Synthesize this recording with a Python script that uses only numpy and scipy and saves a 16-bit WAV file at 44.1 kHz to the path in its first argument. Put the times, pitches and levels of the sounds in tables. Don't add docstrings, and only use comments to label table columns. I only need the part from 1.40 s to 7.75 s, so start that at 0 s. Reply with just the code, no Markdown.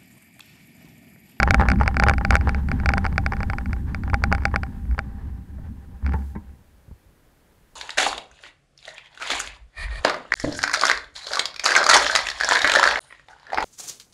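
import sys
import numpy as np
from scipy import signal
from scipy.fft import rfft, irfft
from scipy.io import wavfile
from scipy.ndimage import uniform_filter1d

SR = 44100
rng = np.random.default_rng(int(sys.argv[2]) if len(sys.argv) > 2 else 0)


def field_ratio(decibels):
    return 10 ** (np.asarray(decibels, dtype=float) / 20)


def transcribe(u):
    v = np.clip(np.atleast_2d(u).T, -1, 1)
    q = np.round(v * 32767).astype(np.int16)
    wavfile.write(sys.argv[1], SR, q)


N = 280211

# (start [s], end [s], extra level [dB])
BUSY_TIMES = [
    (-.1, 2.45, 5),
    (2.4, 3.6, 3),
    (3.2, 4.2, 0),
    (4.7, 4.96, 6.5),
]
# (frequency [Hz], width [Hz], level [dB])
CIRCUIT_WHINE = (7940, 6, -85)
# (frequency [Hz], level per Hz [dB])
TRAFFIC_COLOUR = [(12, -47), (20, 8.5), (168, -2), (403, -6.5), (485, -6.5), (718, -12), (1020, -12.5),
                  (1110, -16), (1610, -14), (5000, -30.5), (6500, -55), (11000, -120)]
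# (time [s], level [dB])
ROAD_SHAKE = [(0, -25.5), (.6, -28), (1.2, -30), (1.6, -31), (2.2, -33), (2.55, -36), (2.9, -31),
              (3.3, -38.5), (3.7, -39.5), (4.0, -45.5), (4.3, -42.5), (4.6, -52), (4.67, -31), (4.78, -37),
              (4.92, -46), (5.25, -61), (5.8, -80.5)]
# (time [s], level [dB], length [s])
FORK_JOLTS = [(0.202, -14.5, 0.055), (0.4, -20.5, 0.04), (0.597, -22.5, 0.04), (0.684, -17, 0.064),
              (0.94, -19, 0.085), (1.002, -18, 0.02), (1.08, -16, 0.033), (1.487, -21, 0.1),
              (1.576, -19.9, 0.016), (1.646, -16.4, 0.021), (1.785, -24.5, 0.078), (2.001, -21, 0.03),
              (2.096, -23, 0.038), (2.3, -25.5, 0.12), (2.369, -32, 0.028), (2.44, -37, 0.048),
              (2.658, -23, 0.065), (2.74, -20, 0.019), (2.904, -23, 0.13), (3.137, -27, 0.14),
              (3.447, -26, 0.032), (3.519, -19.5, 0.048), (3.904, -32.5, 0.22), (4.246, -33.5, 0.17),
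              (4.552, -39, 0.054), (4.988, -37, 0.041), (5.099, -39.5, 0.058), (5.363, -51, 0.06),
              (5.515, -44.5, 0.074), (5.683, -52, 0.065)]
# (frequency [Hz], width [Hz], level [dB])
FORK_PEAKS = [(64.15, 19, 6.5), (93.9, 31, -5.5)]
# (frequency [Hz], width [Hz], level [dB])
FRAME_PEAKS = [(185.7, 42, -1.5), (258, 94, -10.5), (150.1, 54, -1), (336.4, 40, -18.5), (120, 21, -5.5)]
# (frequency [Hz], width [Hz], level [dB])
HOUSING_PEAKS = [(799.4, 23, 12), (405, 230, 3.5), (917, 300, 2.5), (1460, 310, -12), (1696, 440, -1),
                 (1260, 360, -9.5), (678, 37, -5), (2530, 3800, -20.5)]
# (time [s], bar ring level [dB], low thump level [dB], tuning [factor], damping [factor])
FRAME_KNOCKS = [
    (4.738, -17.5, -23, .99, 0.65),
    (4.741, -60, -20, 0.51, 1.1),
    (4.952, -33.5, -52, 1.02, 1),
    (4.957, -33.5, -24, 1.16, 0.6),
    (5.091, -46, -41.5, 1.14, 2.7),
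    (5.479, -57, -39, .6, 2.4),
    (5.51, -50, -34, .42, 1.5),
    (4.183, -40, -33, 0.69, 1.6),
]
# (frequency [Hz], level [dB], time to fall 60 dB [s])
BAR_TONES = [(800, -7, .07), (888, -3, .06), (1150, -6, .025), (1380, -3, .025), (1740, -5, .03),
             (1900, -9, .04), (2740, -20, .02), (1500, -3, .005), (470, -10, .02)]
# (frequency [Hz], level [dB], time to fall 60 dB [s])
THUMP_TONES = [(184, 15.5, 0.083), (266, 13, 0.066), (332, 2.5, 0.033), (430, -16, 0.039)]
# (time [s], frequency [Hz], level [dB], time to fall 60 dB [s])
THIN_PING = (4.951, 3780, -57, .03)
# (frequency [Hz], level [dB], time to fall 60 dB [s])
CLACK_TONES = [(-670, -21, .04), (-795, -15, .085), (-1170, -20, .022), (-1410, -11, .019),
               (-1480, -3, .011), (1940, -7.5, .003), (2250, -5, .012), (-2680, -9, .0045)]
# (frequency [Hz], level [dB], time to fall 60 dB [s])
RIM_TONES = [(-3280, 2.5, 0.004), (3603, -12, 0.025), (4652.5, -2.5, 0.011), (4912.5, 10, 0.0049),
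             (5709.5, -12.5, 0.018), (-6020, -18, 0.004), (-6960, -17.5, 0.00067), (-8700, -4.5, .005),
             (9504, -16, 0.0081), (11797, -30.5, 0.0024), (-14500, -40, .002)]
# (frequency [Hz], level [dB], time to fall 60 dB [s])
BUMP_TONES = [(803, -9.5, 0.051), (-1250, 9.5, 0.0025), (1749.5, -2, 0.012), (3304.5, -37.5, .004),
              (501, 3, 0.0052), (-2700, -17, 0.0038)]
# (time [s], blow level [dB])
SQUARE_HITS = [(.0013, -3.5), (.0306, -1.5), (.1079, -1), (.1444, -1.5), (0.2865, -5.5), (.3014, -10.5),
               (0.3172, -8), (0.4783, -4.5), (.5685, -8), (.599, -4.5), (0.6368, -3), (.6852, -3.3),
               (0.6964, -2.5), (.8499, -7.5), (.907, -2), (.9543, -0.8), (1.0931, -11.5), (1.4597, -8),
               (1.4907, -5), (1.5369, -8), (1.58, -10), (1.7802, -5), (1.8634, -8.5), (2.743, -7.5),
               (2.839, -5.5), (2.9262, -4.5), (3.054, -4), (3.1603, -6), (3.591, -10.5)]
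# (time [s], blow level [dB])
LIGHT_HITS = [(.0342, -10.5), (.359, -28), (.388, -30), (.7368, -14), (.7818, -15), (.9665, -12.5),
              (1.011, -20), (1.1467, -15.5), (1.287, -20.5), (1.3161, -12), (1.4005, -22.5), (1.5182, -25),
              (1.6649, -12.5), (1.9678, -24.5), (2.0313, -15), (2.1, -13.5), (2.1845, -15.5), (2.2588, -23),
              (2.3312, -17.5), (2.5466, -15), (2.636, -25), (2.6997, -22), (2.95, -14), (3.0355, -30),
              (3.0812, -31), (3.2337, -16), (3.5118, -33), (4.6642, -19.5), (4.6761, -29.5),
              (4.7352, -26.5)]
# (time [s], blow level [dB])
SLANTING_HITS = [(.2072, -13), (.401, -19), (.4202, -23.5), (0.434, -16), (0.4607, -17.5), (0.5442, -22.5),
                 (.9238, -11.5), (.9427, -12), (1.6446, -17), (1.6523, -12), (1.7271, -26), (1.7595, -27.5),
                 (1.9219, -14.5), (1.935, -15.5), (2.005, -17.5), (2.134, -16.5), (2.309, -34),
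                 (2.3648, -34.5), (2.9818, -22.5), (3.0216, -28), (3.114, -31.5), (3.2656, -34.5),
                 (3.4538, -40.5), (3.526, -37.5), (3.547, -35), (4.6473, -35), (4.6934, -26.5),
                 (4.722, -27), (4.79, -41), (4.821, -39.5)]
# (time [s], blow level [dB])
PAD_LANDINGS = [(.024, -19.5), (.0763, -11.5), (.0866, -20.5), (.138, -20.5), (.1519, -24.5), (.183, -28.5),
                (.1978, -14), (.2129, -10), (.2228, -15.5), (.2353, -20.5), (.2548, -22.5), (.2615, -23.5),
                (.4123, -13.5), (.6247, -14), (.6668, -12.5), (.675, -17.5), (.7122, -15.5), (.8116, -21),
                (.9314, -15), (1.0737, -17.5), (1.084, -22.5), (1.4355, -30), (1.504, -22), (1.5733, -19),
                (2.6786, -27.5), (2.7339, -17.5), (2.9174, -19), (3.1414, -17), (3.5806, -24.5),
                (4.6274, -45)]
SOFTNESS = (.05, .09, .42, .83)

TOP_HZ = 15740
SHUDDER_START_S, SHUDDER_END_S = 4.625, 4.94


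def evened(x):
    return x / np.sqrt(np.mean(x ** 2) + 1e-20)


def road_shake_db():
    s, db = np.transpose(ROAD_SHAKE)
    return np.interp(np.arange(N) / SR, s, db)


def add(mix, s, sound):
    part = mix[max(round(s * SR), 0):][:len(sound)]
    part += sound[:len(part)]


def span(start, end, edge_s):
    t = np.arange(N) / SR
    return np.clip((t - start) / edge_s, 0, 1) * np.clip((end - t) / edge_s, 0, 1)


def lumps(depth_db):
    slow = uniform_filter1d(uniform_filter1d(rng.standard_normal(N), size=1800), size=1800)
    return field_ratio(depth_db * evened(slow))


def coloured_noise(gain_at_hz):
    return evened(irfft(rfft(rng.standard_normal(N)) * gain_at_hz, N))


def shaken(drive, peaks):
    out, t = 0, np.arange(len(drive)) / SR
    for k, (hz, width, db) in enumerate(peaks):
        turn = np.exp(2j * np.pi * hz * t)
        r = np.exp(-np.pi * width / SR)
        slow = drive / turn
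        for _ in range(2):
            slow = signal.lfilter([1 - r], [1, -r], slow)
        out = out + (-1) ** k * field_ratio(db) * (turn * slow).real
    return evened(out)


def ring(tones, tuning=1., damping=1., size=6000, lean_db=0.):
    t = np.arange(size) / SR
    hz, db, t60 = np.transpose(tones)[:, :, None]
    tuning, lean_db = np.reshape(tuning, (-1, 1)), np.reshape(lean_db, (-1, 1))
    fade = field_ratio(db + lean_db - 60 * t * damping / t60)
    out = (fade * np.sin(2 * np.pi * hz * tuning * t)).sum(0)
    return out / abs(out).max()


def hiss():
    hz = np.fft.rfftfreq(N, 1 / SR)
    colour = (hz < TOP_HZ) / np.sqrt(1 + (hz / 15200) ** 30)
    extra_db = sum(db * span(a, b, 0.056) for a, b, db in BUSY_TIMES)
    return field_ratio(-69.5 + extra_db) * coloured_noise(colour)


def whine():
    hz, width, db = CIRCUIT_WHINE
    fade = np.clip(3.8 - np.arange(N) / SR, 0, 1)
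    return field_ratio(db) * shaken(rng.standard_normal(N), [(hz, width, db)]) * fade


def street():
    hz = np.fft.rfftfreq(N, 1 / SR)
    f, db = np.transpose(TRAFFIC_COLOUR)
    colour = field_ratio(np.interp(np.log(hz + 1), np.log(f + 1), db)) * (hz < TOP_HZ)
    return field_ratio(-59) * coloured_noise(colour)


def road():
    sway_db, buffet_db, braked_db, jolt_hum_db = 5.5, -1, -23, -18
    steadiness = 0.46
    roll = field_ratio(road_shake_db())
    free = field_ratio(braked_db * span(SHUDDER_START_S - .02, SHUDDER_END_S, 0.036))
    t = np.arange(0, N, 50) / SR
    jolt = sum(field_ratio(db) ** 2 * np.exp(-((t - s) / (0.39 * length)) ** 2) for s, db, length in FORK_JOLTS)
    jolt = np.interp(np.arange(N) / SR, t, jolt)
    fork_drive, frame_drive, air = rng.standard_normal((3, N))

    fork = shaken(fork_drive, FORK_PEAKS)
    fork = evened(fork / (uniform_filter1d(fork ** 2, size=1300) + .05) ** (steadiness / 2))
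    sway = np.sqrt((roll * free * field_ratio(sway_db)) ** 2 + jolt)
    hum = np.sqrt(roll ** 2 + jolt * field_ratio(jolt_hum_db) ** 2)
    frame = lumps(2.5) * shaken(frame_drive, FRAME_PEAKS)
    low_band = signal.butter(2, [14, 40], "band", fs=SR, output="sos")
    buffet = evened(signal.sosfilt(low_band, air))
    return sway * fork + hum * frame + roll * free * field_ratio(buffet_db) * buffet


def grit():
    size = field_ratio(2.5 * np.minimum(rng.exponential(1, N), 4)) * rng.choice([-1, 1], N)
    ticks = size * (rng.random(N) < 4000 / SR)
    fade = np.clip((5.4 - np.arange(N) / SR) / 0.15, 0, 1)
    level = field_ratio(-24.5 + 0.78 * road_shake_db())
    return level * fade * lumps(3.0) * shaken(ticks, HOUSING_PEAKS)


def fork_shudder():
    start_db, hold_s, hold_db_per_s, decay_db_per_s = -18.5, 0.1, 35, 60
    age = np.maximum(np.arange(N) / SR - SHUDDER_START_S, 0)
    db = start_db - hold_db_per_s * np.minimum(age, hold_s) - decay_db_per_s * np.maximum(age - hold_s, 0)
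    note = np.sin(2 * np.pi * 68.9 * (age - .002))
    return np.sqrt(2) * field_ratio(db) * span(SHUDDER_START_S, SHUDDER_END_S, 0.0222) * note


def knocks():
    rasp_db, rasp_s, scrape_s = -18.5, 0.033, 0.014
    out, t = np.zeros(N), np.arange(N) / SR
    rasp = shaken(np.convolve(rng.standard_normal(SR), np.hanning(30)), HOUSING_PEAKS[:-1])
    s, hz, db, t60 = THIN_PING
    add(out, s, field_ratio(db) * np.minimum(t[:6000] / .003, 1) * ring([(hz, db, t60)]))
    all_luck = rng.standard_normal((len(FRAME_KNOCKS), 2000))
    for (s, bar_db, low_db, tuning, damping), luck in zip(FRAME_KNOCKS, all_luck):
        scrape = np.convolve(luck ** 3 * np.exp(-t[:2000] / scrape_s * 2), np.hanning(22))
        piece = rasp[int(abs(luck[0]) * 9000):][:8000]
        add(out, s, field_ratio(bar_db + rasp_db) * (np.exp(-t[:8000] / rasp_s)[:len(piece)] * piece))
        for tones, level_db in (BAR_TONES, bar_db), (THUMP_TONES, low_db):
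            knock = signal.fftconvolve(scrape, ring(tones, tuning, damping))
            add(out, s, field_ratio(level_db) * knock / abs(knock).max())
    return out


def contacts():
    tables = SQUARE_HITS, LIGHT_HITS, SLANTING_HITS, PAD_LANDINGS
    rows = [(s, db, soft) for table, soft in zip(tables, SOFTNESS) for s, db in table]
    square = list(SQUARE_HITS) + list(LIGHT_HITS)
    for (s, db), (a, b) in zip(square, rng.random((len(square), 2))):
        rows.append((s + 0.016 + 0.0017 * (a - .5), db - 30 - 8 * b, 0.35))
    shake_s, shake_db = np.transpose(ROAD_SHAKE)
    for k, (a, b, soft) in enumerate(rng.random((30, 3))):
        s = (k + a) / 9.9
        rows.append((s, np.interp(s, shake_s, shake_db) - 1 - 9 * b, soft))
    return rows


def clack_rim(db, luck):
    level = field_ratio(4 * luck[1] - 2 + .08 * db)
    return level * ring(RIM_TONES, .98 + .04 * luck[2], size=1000, lean_db=8 * luck[20:31] - 4)


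def clack_body(luck):
    return ring(CLACK_TONES, 1 + .035 * (luck[4:12] - .5), size=4000, lean_db=5 * (luck[12:20] - .5))


def padded_bump(t, luck):
    chatter_db, crackle_db = -6, -17
    sparse = (luck[3:] < .009) * np.cos(2 * np.pi * luck[3:] / .009)
    chatter = field_ratio(chatter_db - 60 * np.where(t < 0, -t / .022, t / .06)) * sparse
    chatter[300] = 1
    tuning = .93 + .08 * luck[0] + .06 * luck[4:10]
    soft_ring = np.convolve(ring(BUMP_TONES, tuning, size=3000), np.hanning(14) / 6.5)
    bump = signal.fftconvolve(chatter, soft_ring)
    grain = np.diff(luck[3:400], 2) * field_ratio(-60 * t[300:695] / .006)
    crackle = signal.fftconvolve(chatter, np.convolve(grain, np.hanning(12)))
    add(bump, 0, field_ratio(crackle_db) * crackle)
    return bump


def rattle():
    rim_lead_s, rim_db, swing_db, swing_s = 0.00033, -13, -14, 0.014
    pad = 2000
    out, t = np.zeros(N + pad), np.arange(-300, 1200) / SR
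    lobe = np.linspace(-1.5, 1.5, round(1.506 * swing_s * SR))
    swing = np.cos(np.pi * lobe) * np.cos(np.pi * lobe / 3) ** 2
    touches = contacts()
    for (s, db, soft), luck in zip(touches, rng.random((len(touches), 1503))):
        soft, s = np.clip(soft, 0, 1), s + pad / SR
        add(out, s - rim_lead_s, field_ratio(db + 2.5 + rim_db) * (1 - soft) * clack_rim(db, luck))
        add(out, s - rim_lead_s + 7 / SR, field_ratio(db + 1.0) * (1 - soft) * clack_body(luck))
        add(out, s + t[0] - .0006, field_ratio(db + 9.0) * soft * padded_bump(t, luck))
        add(out, s - 0.78 * swing_s, field_ratio(swing_db + 0.52 * db) * (2 * soft - 1) * swing)
    return out[pad:]


def scene():
    return (street() + road() + grit() + fork_shudder() + knocks() + rattle())[None]


def band_limit(x):
    return signal.sosfilt(signal.butter(12, 16490, fs=SR, output="sos"), x)


def record(dry):
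    dulled = signal.sosfilt(signal.butter(4, 11500, fs=SR, output="sos"), dry)
    mix = np.clip(dulled, -.7, .7) + hiss() + whine()
    return band_limit(mix)


dry = scene()
out = record(dry)
transcribe(out)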